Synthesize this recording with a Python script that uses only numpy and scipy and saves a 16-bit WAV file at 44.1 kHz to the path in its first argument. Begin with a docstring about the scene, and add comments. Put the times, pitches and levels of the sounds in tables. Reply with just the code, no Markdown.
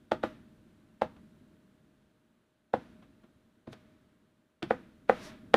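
"""Stylus on a glass tablet

A hard stylus taps and draws on a tablet lying on a desk in a small room. Each touch rings the
damped screen and frame, thumps the case and clicks the pen; the sliding tip rubs and hisses faintly.
Steady computer fans hum behind it; a noise gate opens at several taps and slowly closes,
lifting the low drone more than the hiss."""
import sys
import numpy as np
from scipy import signal
from scipy.fft import rfft, irfft
from scipy.io import wavfile

SR = 44100
rng = np.random.default_rng(int(sys.argv[2]) if len(sys.argv) > 2 else 0)


def wav_out(sig):
    """Save sig, one row per channel (or a flat mono array), as 16-bit PCM at SR to the path in sys.argv[1]."""
    wavfile.write(sys.argv[1], SR, np.round(np.clip(np.atleast_2d(sig).T, -1, 1) * 32767).astype(np.int16))


N = 245240
TIME = np.arange(N) / SR


def from_db(db):
    """Decibels to gain."""
    return 10 ** (np.asarray(db) / 20)


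def at_hz(table, hz, column=1):
    """Table column interpolated over log frequency."""
    table = np.array(table)
    return np.interp(np.log(np.maximum(hz, 1)), np.log(table[:, 0]), table[:, column])


def low_pass(x, hz, order=2):
    """Causal Butterworth low-pass."""
    return signal.sosfilt(signal.butter(order, hz, fs=SR, output="sos"), x)


def coloured(white, spectrum):
    """Noise shaped to a spectrum, rms 1."""
    gain = from_db(at_hz(spectrum, np.arange(N // 2 + 1) * SR / N))
    shaped = irfft(rfft(white) * gain, N)
    return shaped / np.std(shaped)


# Fan air spectrum: f/Hz, relative density/dB
FAN_SPECTRUM = [(25, -16), (60, -5.5), (140, -3), (220, 1), (320, -4), (430, -14), (760, -23),
                (1500, -22.5), (2200, -28.5), (3900, -31), (5000, -38), (11000, -40), (13000, -45),
                (15500, -43.5)]
# Blade and motor tones: f/Hz, level before the gate/dB
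FAN_TONES = [(220.7, -74.5), (620.5, -81), (1515, -95.5), (1583, -94), (3182, -101)]


def fans(noise_db=-63.5):
    """Steady air noise plus blade and motor tones."""
    noise = from_db(noise_db) * coloured(rng.standard_normal(N), FAN_SPECTRUM)
    tones = sum(from_db(db) * np.sqrt(2) * np.cos(2 * np.pi * (hz * TIME + rng.random()))
                for hz, db in FAN_TONES)
    return noise + tones


# Gate openings, the last stays open: t/s, open gain/dB, closing/(dB/s)
GATE_OPENINGS = [(0, 2, 5), (0.115, 9.5, 11), (1.02, 8.5, 13), (2.735, 6.5, 14.5), (3.67, 3.5, 18),
                 (4.625, 7, 11), (5.095, 8.5, -2)]


def noise_gate(background, attack_s=0.02, crossover_hz=404, hiss_gain_db=1, hiss_share=0.41):
    """The gate opens at listed times and slowly closes, lifting the low drone more than the hiss."""
    gain_db = np.full(N, float(GATE_OPENINGS[0][1]))
    for start_s, open_db, closing_db_per_s in GATE_OPENINGS:
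        since_s = TIME - start_s
        opened = np.clip(since_s / attack_s, 0, 1)
        gain_db = (1 - opened) * gain_db + opened * (open_db - closing_db_per_s * since_s)
    drone = signal.sosfiltfilt(signal.butter(4, crossover_hz, fs=SR, output="sos"), background)
    hiss = background - drone
    return drone * from_db(gain_db) + hiss * from_db(hiss_gain_db + hiss_share * gain_db)


# Skid spectrum: f/Hz, relative density/dB
SKID_SPECTRUM = [(150, -10), (500, 12.5), (800, 11.5), (1300, 11), (2500, 1.5), (3800, -1.5), (5000, -13.5),
                 (7000, -22), (10000, -26.5), (15000, -32)]
# Tip landings, each a skid and a tap: t/s, screen/dB, contact corner/Hz, case thump/dB,
# pen click/dB, skid/dB, pitch factor of the spot, desk echo delay/ms, frame/dB
TOUCHES = [ (0.1182, -14.5, 1450, -24, -22, -35, 1.01, 3.25, -30.5),
           (0.2364, -20, 1510, -23.5, -31.5, -36, 1.024, 3.43, -33),
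           (1.0187, -2, 468.3, -22.5, -29, -36.5, 1.07, 3.6, -21.5),
           (1.166, -72, 2500, -50.5, -59, -62.5, 0.7, 4.55, -83),
           (2.738, -7, 698, -20.5, -53, -39.5, 1.034, 3.84, -42),
           (3.027, -63, 2500, -56, -60, -61, 1.2, 5.3, -69),
           (3.240, -64, 1500, -48.5, -65.5, -65.5, 0.78, 4.8, -61.5),
           (3.6747, -28.5, 530, -28.5, -51, -55, 0.777, 7.83, -41.5),
           (3.7307, -50, 3000, -67.5, -36.5, -52, 0.86, 4.5, -67),
           (4.628, -34, 1310, -24.5, -22, -39.5, 0.91, 5.6, -43),
           (4.708, -14, 1880, -24, -43, -38.5, 1.004, 3.94, -52),
           (5.0958, -8.5, 2070, -24, -28.5, -36.5, 1.01, 3.85, -40),
           (5.541, -7, 3150, -18, -9.5, -32.5, 0.97, 3.73, -39)]


def skids(graze_s=0.0057, settle_s=0.014):
    """The moving tip grazes the glass just before it bears down, then scuffs briefly."""
    pressure = np.zeros(N)
    for start_s, _, _, _, _, skid_db, *_ in TOUCHES:
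        since_s = TIME - start_s
        graze = np.sqrt(np.clip(1 + since_s / graze_s, 0, 1))
        settle = np.exp(-np.maximum(since_s, 0) / settle_s)
        pressure += from_db(skid_db) * graze * settle
    return pressure * coloured(rng.standard_normal(N), SKID_SPECTRUM)


def ring(modes, t, pitch=1):
    """Velocity of damped modes struck at t = 0; neighbours swing in opposite senses."""
    hz, width_hz, db = np.transpose(modes)[:, :, None]
    sign = (-1) ** np.arange(len(modes))[:, None]
    phase = 2 * np.pi * hz * pitch * t
    swing = np.cos(phase) - width_hz / (2 * hz * pitch) * np.sin(phase)
    envelope = from_db(db) * np.exp(-np.pi * width_hz * t)
    return np.sum(sign * envelope * swing, axis=0) * np.where(t > 0, 1, 0.5)


# Glass screen modes: f/Hz, width/Hz, level/dB
SCREEN_MODES = [(491.8, 108, -1.5), (663, 300, -2.5), (835, 177, 2), (1092, 130, -8.5), (1463, 284, -1),
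                (1892, 170, -6), (2478, 150, -15.5)]
# Longer-ringing frame mode: f/Hz, width/Hz, level/dB
FRAME_MODES = [(626, 20, -1.5)]
# Modes of the case on the desk: f/Hz, width/Hz, level/dB
CASE_MODES = [(75, 70, -11), (130, 58, -6.5), (253, 98, 2), (336, 62, 2)]
# Pen tip and barrel modes: f/Hz, width/Hz, level/dB
PEN_MODES = [(1601, 1500, -8), (2450, 610, -3), (3130, 350, -4.5), (3500, 300, -6.5), (4560, 470, -10),
             (5930, 1900, -11), (9200, 3100, -12.5)]


def taps(firm_contact_hz=1500, lowest_mode_db=3, soft_loss_db_per_oct=7,
         echo_db=-6.5, echo_db_per_oct=1.5):
    """Each touch rings screen, frame, case and pen; the desk returns a dull echo."""
    out, t = np.zeros(N + SR), np.arange(SR // 4) / SR
    for start_s, screen_db, contact_hz, thump_db, click_db, _, pitch, echo_ms, frame_db in TOUCHES:
        sharpness_oct = np.log2(contact_hz / firm_contact_hz)
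        # A soft landing stirs the lowest mode less and sounds duller.
        lowest_gain = from_db(lowest_mode_db + soft_loss_db_per_oct * min(sharpness_oct, 0))
        glass = lowest_gain * ring(SCREEN_MODES[:1], t, pitch) + ring(SCREEN_MODES[1:], t, pitch)
        body = from_db(screen_db) * glass + from_db(frame_db) * ring(FRAME_MODES, t)
        # The heavy case follows more slowly.
        case = from_db(thump_db) * low_pass(ring(CASE_MODES, t), 0.31 * contact_hz, order=1)
        pen = from_db(click_db) * low_pass(ring(PEN_MODES, t), hz=9970)
        blow = low_pass(body, contact_hz) + case + pen
        delayed = np.interp(t - echo_ms / 1000, t, blow, left=0)
        echo = from_db(echo_db + echo_db_per_oct * sharpness_oct) * low_pass(delayed, hz=1500, order=1)
        start = round(start_s * SR)
        out[start:start + len(t)] += blow + echo
    return out[:N]


# Scatter and reverberation: f/Hz, early/dB, late/dB, late T60/s
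ROOM_BANDS = [(79.9, -1, -10.5, 0.39), (140, -2.5, -15, .6), (285, -8.5, -13, 0.73),
              (530, -15.5, -30.5, 0.15), (784, -19.5, -33.5, .4), (1100, -10.5, -18.5, 0.38),
              (3000, -16, -19, 0.447), (6060, -11, -15.5, .35), (14000, -7, -22, .25)]


def room(x, gap_s=0.0033, build_s=0.0041, early_t60_s=0.1):
    """Quick scatter from things on the desk, then a faint tail dying band by band."""
    t = np.arange(SR * 3 // 4) / SR
    edges_hz = np.geomspace(35, 17000, 24)
    white = rng.standard_normal((2, len(t)))
    onset = np.clip((t - gap_s) / build_s, 0, 1)
    response = np.zeros(len(t))
    for k, (low, high) in enumerate(zip(edges_hz, edges_hz[1:])):
        band = signal.sosfilt(signal.butter(2, [low, high], "band", fs=SR, output="sos"), white[k % 2])
        centre_hz = np.sqrt(low * high)
        early_db, late_db, late_t60_s = [at_hz(ROOM_BANDS, centre_hz, column) for column in (1, 2, 3)]
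        for db, t60_s in ((early_db, early_t60_s), (late_db, late_t60_s)):
            tail = band * onset * np.exp(-np.log(1000) * t / t60_s)
            band_norm = np.sqrt(2 * (high - low) / SR / np.sum(tail ** 2))
            response += from_db(db) * band_norm * tail
    return signal.fftconvolve(x, response)[:N]


# Pen strokes: t/s, hold/s, rub/dB, easing/(dB/s)
PEN_STROKES = [(0.25, 0.0088, -50.5, 124), (1.03, .01, -61.5, 137.5), (2.759, 0.0094, -58, 54.5),
               (3.705, .01, -64, 39.5), (4.699, .01, -55, 76), (5.11, 0.18, -48.5, 129)]
# Quick tip flicks: t of top speed/s, half length/s, hiss/dB
TIP_FLICKS = [(3.731, 0.0087, -62.5), (5.255, 0.033, -59)]
# Rub through the screen: f/Hz, relative density/dB
RUB_SPECTRUM = [(80, -6), (250, 6), (430, -5.5), (570, -9.5), (620, 9.5), (700, -11), (1500, -6),
                (2200, -9.5), (2700, -12.5), (3800, -15.5), (5500, -35), (10000, -41.5)]
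# Tip hiss: f/Hz, relative density/dB
HISS_SPECTRUM = [(2500, -17.5), (4000, 4), (5700, 9), (7500, -3), (10000, -1.5), (13000, -11.5),
                 (16000, -20)]


def sliding(landing_s=0.035, hiss_re_rub_db=-21, hiss_exponent=1.4):
    """The tip catches on tiny asperities: a low rub through the screen and a faster-fading hiss."""
    rub, hiss = np.zeros(N), np.zeros(N)
    for start_s, hold_s, rub_db, easing_db_per_s in PEN_STROKES:
        since_s = TIME - start_s
        landing = np.clip(1 + since_s / landing_s, 0, 1)
        pressure = landing * from_db(-easing_db_per_s * np.maximum(since_s - hold_s, 0))
        rub += from_db(rub_db) * pressure
        hiss += from_db(rub_db + hiss_re_rub_db) * pressure ** hiss_exponent
    for peak_s, half_s, hiss_db in TIP_FLICKS:
        hiss += from_db(hiss_db) * np.exp(-((TIME - peak_s) / half_s) ** 2)
    friction = rng.standard_normal(N)
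    return rub * coloured(friction, RUB_SPECTRUM) + hiss * coloured(friction, HISS_SPECTRUM)


def scene():
    """Pen and tablet close by, room and gated fan noise behind; mono."""
    touches = skids() + taps()
    return (touches + room(touches) + sliding() + noise_gate(fans()))[None]


def record(dry):
    """Steep elliptic treble cut."""
    cutoff_hz = 15400
    return signal.sosfilt(signal.ellip(10, 0.1, 80, cutoff_hz, fs=SR, output="sos"), dry)


dry = scene()
out = record(dry)
wav_out(out)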